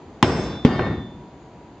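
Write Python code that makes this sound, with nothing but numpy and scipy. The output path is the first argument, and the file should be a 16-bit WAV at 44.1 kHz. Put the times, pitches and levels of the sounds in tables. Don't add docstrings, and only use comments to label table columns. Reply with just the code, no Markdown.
import sys
import numpy as np
from scipy import signal
from scipy.fft import rfft, irfft
from scipy.io import wavfile

SR = 44100
rng = np.random.default_rng(int(sys.argv[2]) if len(sys.argv) > 2 else 0)


def waveform_to_disk(signal):
    frames = np.transpose(np.atleast_2d(signal))
    scaled = np.clip(frames, -1, 1) * 32767
    samples = np.round(scaled).astype(np.int16)
    wavfile.write(sys.argv[1], SR, samples)


N = 79380
T = np.arange(N) / SR
HZ = np.maximum(np.arange(N // 2 + 1) * SR / N, 1)
BAND_EDGES_HZ = np.geomspace(22, 9000, 22)
BAND_HZ = np.sqrt(BAND_EDGES_HZ[1:] * BAND_EDGES_HZ[:-1])


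def from_db(db):
    return 10 ** (np.asarray(db) / 20)


def unit_rms(x):
    return x / np.sqrt(np.mean(x ** 2) + 1e-20)


def at_hz(table, hz):
    table_hz, values = np.transpose(table)
    return np.interp(np.log(hz), np.log(table_hz), values)


def drift(rate_hz):
    return unit_rms(irfft(rfft(rng.standard_normal(N)) / (1 + (HZ / rate_hz) ** 2), N))


def decay(start, t60):
    return (T >= start) * from_db(-np.minimum(60 * np.maximum(T - start, 0) / t60, 200))


# (frequency [Hz], side minus mid [dB])
WIDTH = [(60, -21), (100, -28), (180, -27.5), (310, -30), (530, -23.5), (910, -15), (1570, -8.5),
         (2700, -5.5), (4650, -3.5), (8010, 0.5)]
# (frequency [Hz], left minus right [dB])
BALANCE = [(100, 0.72), (1000, .6), (2000, 1), (4000, -0.5), (8000, 0)]

def stereo(mid, side, hz):
    sign = np.array([[1], [-1]])
    return (mid + sign * side * from_db(at_hz(WIDTH, hz))) * from_db(sign * at_hz(BALANCE, hz) / 2)


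def noise(gains):
    mid, side = rfft(rng.standard_normal((2, N))) * gains
    return unit_rms(irfft(stereo(mid, side, HZ), N))


# (frequency [Hz], relative density [dB])
TRAFFIC_SPECTRUM = [(15, -62), (25, -14), (60, -4), (146, -3.5), (331, -4.5), (411, -5.5), (475, -11),
                    (650, -12.5), (699, -10), (980, -15.5), (1370, -24), (4820, -36.5), (5440, -45),
                    (6760, -37), (8000, -54), (10400, -66), (17600, -120)]

def traffic(start_db=-42, fade_db_per_s=1):
    return from_db(start_db - fade_db_per_s * T) * noise(from_db(at_hz(TRAFFIC_SPECTRUM, HZ)))


# (time [s], level [dB])
WHINE_ENVELOPE = [(0, -50.5), (.2, -64), (1.1, -57.5), (1.22, -49), (1.44, -58), (1.58, -51), (1.8, -56.5)]

def whine(pitch_hz=966, waver=.004):
    hz = pitch_hz * (1 + waver * drift(rate_hz=52))
    level_db = np.interp(T, *np.transpose(WHINE_ENVELOPE))
    return from_db(level_db) * np.sin(2 * np.pi * np.cumsum(hz) / SR)


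# (frequency [Hz], blow 1 relative level [dB], blow 2 relative level [dB], t60 [s])
FLOOR_MODES = [(75, -38, -38, 0.054), (180.5, -24, -4.5, 0.081), (242.7, -9.5, 2.5, 0.067),
               (292, -3.5, -40, 0.039), (416, -43, -8, 0.047), (859, -5, -16, 0.036),
               (1015, -4.5, -36, 0.035), (1110, -18.5, -26.5, 0.04), (1990, -1, -2.5, 0.0073),
               (2630, 0.5, -13, .0022)]

def floor_thump(start, blow, contact_s=.0002):
    age = np.maximum(T - start, 0)
    thump = 0
    for hz, *levels_db, t60 in FLOOR_MODES:
        thump -= from_db(levels_db[blow]) * np.sin(2 * np.pi * hz * age) * decay(start, t60)
    attack = 1 - np.exp(-age / contact_s)
    return stereo(thump * attack, side=0, hz=FLOOR_MODES[0][0])


# (frequency [Hz], relative density [dB])
CRACK_SPECTRUM = [(100, 14), (600, 5), (1400, -5), (2100, -0.5), (3300, -1.5), (4500, -14), (6500, -18),
                  (8000, -33.5)]

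def crack(start, clatter_db=-6):
    envelope = decay(start, t60=.018) + from_db(clatter_db) * decay(start, t60=.11)
    return noise(from_db(at_hz(CRACK_SPECTRUM, HZ))) * envelope


def panel_modes(relative_spacing=.008, noise_share=.5):
    density = np.minimum(SR / N / (relative_spacing * HZ), 1)
    is_mode = rng.random(len(HZ)) < density
    return np.sqrt(noise_share + (1 - noise_share) * is_mode / density)


# (frequency [Hz], relative density [dB])
PANEL_SPECTRUM = [(30, -39), (55, -1), (110, -0.5), (170, -1.5), (290, 3), (450, -5), (750, -8),
                  (1200, -13), (2200, -23.5), (3500, -27.5), (5000, -33), (7500, -41.5)]
# (frequency [Hz], t60 [s])
APPARENT_DECAY = [(60, 4), (250, 1.6), (800, 1.24), (2500, 1.35), (7000, 1.02)]

def panel_shudder(modes, start, colour_db, recovery_s, attack_s=.0074, fall_db_per_s=76, rattle_db=1.34):
    age = np.maximum(T - start, 0)
    fall = from_db(-fall_db_per_s * np.maximum(age - recovery_s, 0))
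    rattle = from_db(rattle_db * drift(rate_hz=95))
    yard_echo = from_db(-16) * decay(start, t60=.97)
    gains = from_db(at_hz(PANEL_SPECTRUM, BAND_HZ) + colour_db) * np.sqrt(np.diff(BAND_EDGES_HZ))
    gains /= np.linalg.norm(gains)
    out = 0
    for low, high, hz, gain in zip(BAND_EDGES_HZ, BAND_EDGES_HZ[1:], BAND_HZ, gains):
        band = noise(modes * (HZ >= low) * (HZ < high))
        shudder = decay(start, at_hz(APPARENT_DECAY, hz)) * fall * rattle
        out += gain * band * np.hypot(shudder, yard_echo)
    return out * (1 - np.exp(-age / attack_s))


# (frequency [Hz], blow 1 relative peak [dB], blow 2 relative peak [dB],
# gain recovery [s], t60 [s])
BAR_MODES = [(1796, -51, -37, .18, .62), (1895, -59, -43, .24, .45), (2207, -50, -43, .18, .55),
             (2832, -55, -49, .05, .45), (3138, -56, -48, .12, .55), (3534, -44, -48, .36, .65),
             (3666, -55, -47, .22, .38), (3943, -51, -61, .33, .35), (4188, -68, -52, .21, .3),
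             (4560, -55, -68, .28, .4), (4760, -53, -50, .09, .5), (5277, -41, -59, .14, .75),
             (5846, -55, -68, .16, .65), (6303, -52, -73, .21, .6), (7192, -57, -78, .24, .5),
             (7994, -58, -92, .14, .55)]

def bar_ring(start, blow, recovery_db_per_s=41, flutter_db=1.64, mean_beat_hz=13, beat_depth=.55):
    age = np.maximum(T - start, 0)
    side_gain = from_db(-1.5 - at_hz(WIDTH, BAR_MODES[-1][0]))
    draws = rng.random((len(BAR_MODES), 4))
    out = 0
    for mode, (offset, detune, twin_offset, side_offset) in zip(BAR_MODES, draws):
        hz, *peaks_db, recovery_s, t60 = mode
        recorder_db = -recovery_db_per_s * np.maximum(recovery_s - age, 0)
        decay_db = -60 * np.maximum(age - recovery_s, 0) / t60
        level_db = peaks_db[blow] + recorder_db + decay_db + flutter_db * drift(rate_hz=17)
        phase = 2 * np.pi * (hz * age + offset)
        twin_phase = phase + 2 * np.pi * (mean_beat_hz * (.5 + detune) * age + twin_offset)
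        mid = np.sin(phase) + beat_depth * decay(start, t60=1.1) * np.sin(twin_phase)
        side = side_gain * np.sin(phase + 2 * np.pi * side_offset)
        out += (T >= start) * from_db(level_db) * stereo(mid, side, hz)
    return out


# (time [s], thump gain [dB], crack gain [dB], panel gain [dB], panel tilt [dB/octave],
# recorder gain recovery [s], panel low cut [Hz], bar gain [dB])
BLOWS = [(.2272, 0.5, -7.5, -18.5, 1, 0.31, 45.8, 2), (.6497, 0, -14, -18, -1.5, 0.29, 123, 2.5)]

def blows(modes, contact_loss_db=1):
    bed, bar = np.zeros((2, N)), np.zeros((2, N))
    for blow, row in enumerate(BLOWS):
        start, thump_db, crack_db, panel_db, tilt, recovery_s, low_hz, bar_db = row
        bar *= from_db(-contact_loss_db * (T >= start))
        bar += from_db(bar_db) * bar_ring(start, blow)
        bed += from_db(thump_db) * floor_thump(start, blow)
        bed += from_db(crack_db) * crack(start)
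        colour_db = tilt * np.log2(BAND_HZ) - 10 * np.log10(1 + (low_hz / BAND_HZ) ** 4)
        bed += from_db(panel_db) * panel_shudder(modes, start, colour_db, recovery_s)
    return bed + bar


# (time [s], knock gain [dB], panel gain [dB], high cut [Hz])
KNOCKS = [(0.389, -9, -43.5, 180), (.7925, -12, -24.5, 2484), (.856, -28, -27.5, 219),
          (1.047, -21, -40, 202), (1.125, -38, -40, 200)]

def knocks(modes, tilt_db_per_octave=1.5):
    spectrum = from_db(at_hz(PANEL_SPECTRUM, HZ) + tilt_db_per_octave * np.log2(HZ))
    out = 0
    for start, knock_db, panel_db, high_hz in KNOCKS:
        burst = noise(spectrum) * decay(start, t60=.042)
        out += from_db(knock_db) * signal.sosfilt(signal.butter(4, high_hz, fs=SR, output="sos"), burst)
        colour_db = tilt_db_per_octave * np.log2(BAND_HZ) - 10 * np.log10(1 + (BAND_HZ / high_hz) ** 6)
        out += from_db(panel_db) * panel_shudder(modes, start, colour_db, recovery_s=.082)
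    return out


# (time [s], pitch [Hz], level [dB])
BIRD_NOTE = [(1.38, 6750, -80), (1.42, 6850, -69), (1.45, 6700, -70), (1.48, 6400, -75), (1.52, 6350, -90)]

def bird():
    times, hz, db = np.transpose(BIRD_NOTE)
    envelope = from_db(np.interp(T, times, db, left=-200, right=-200))
    return envelope * np.sin(2 * np.pi * np.cumsum(np.interp(T, times, hz)) / SR)


def scene():
    modes = panel_modes()
    return blows(modes) + knocks(modes) + whine() + traffic() + bird()


def record(dry, low_hz=46, high_hz=8050, knee=5.1, cutoff_hz=16000):
    narrow = signal.sosfilt(signal.ellip(10, .3, 70, high_hz, fs=SR, output="sos"), dry)
    narrow = signal.sosfilt(signal.butter(3, low_hz, "high", fs=SR, output="sos"), narrow)
    clipped = narrow / (1 + np.abs(narrow) ** knee) ** (1 / knee)
    return signal.sosfilt(signal.cheby2(12, 70, cutoff_hz, fs=SR, output="sos"), clipped)


dry = scene()
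out = record(dry)
waveform_to_disk(out)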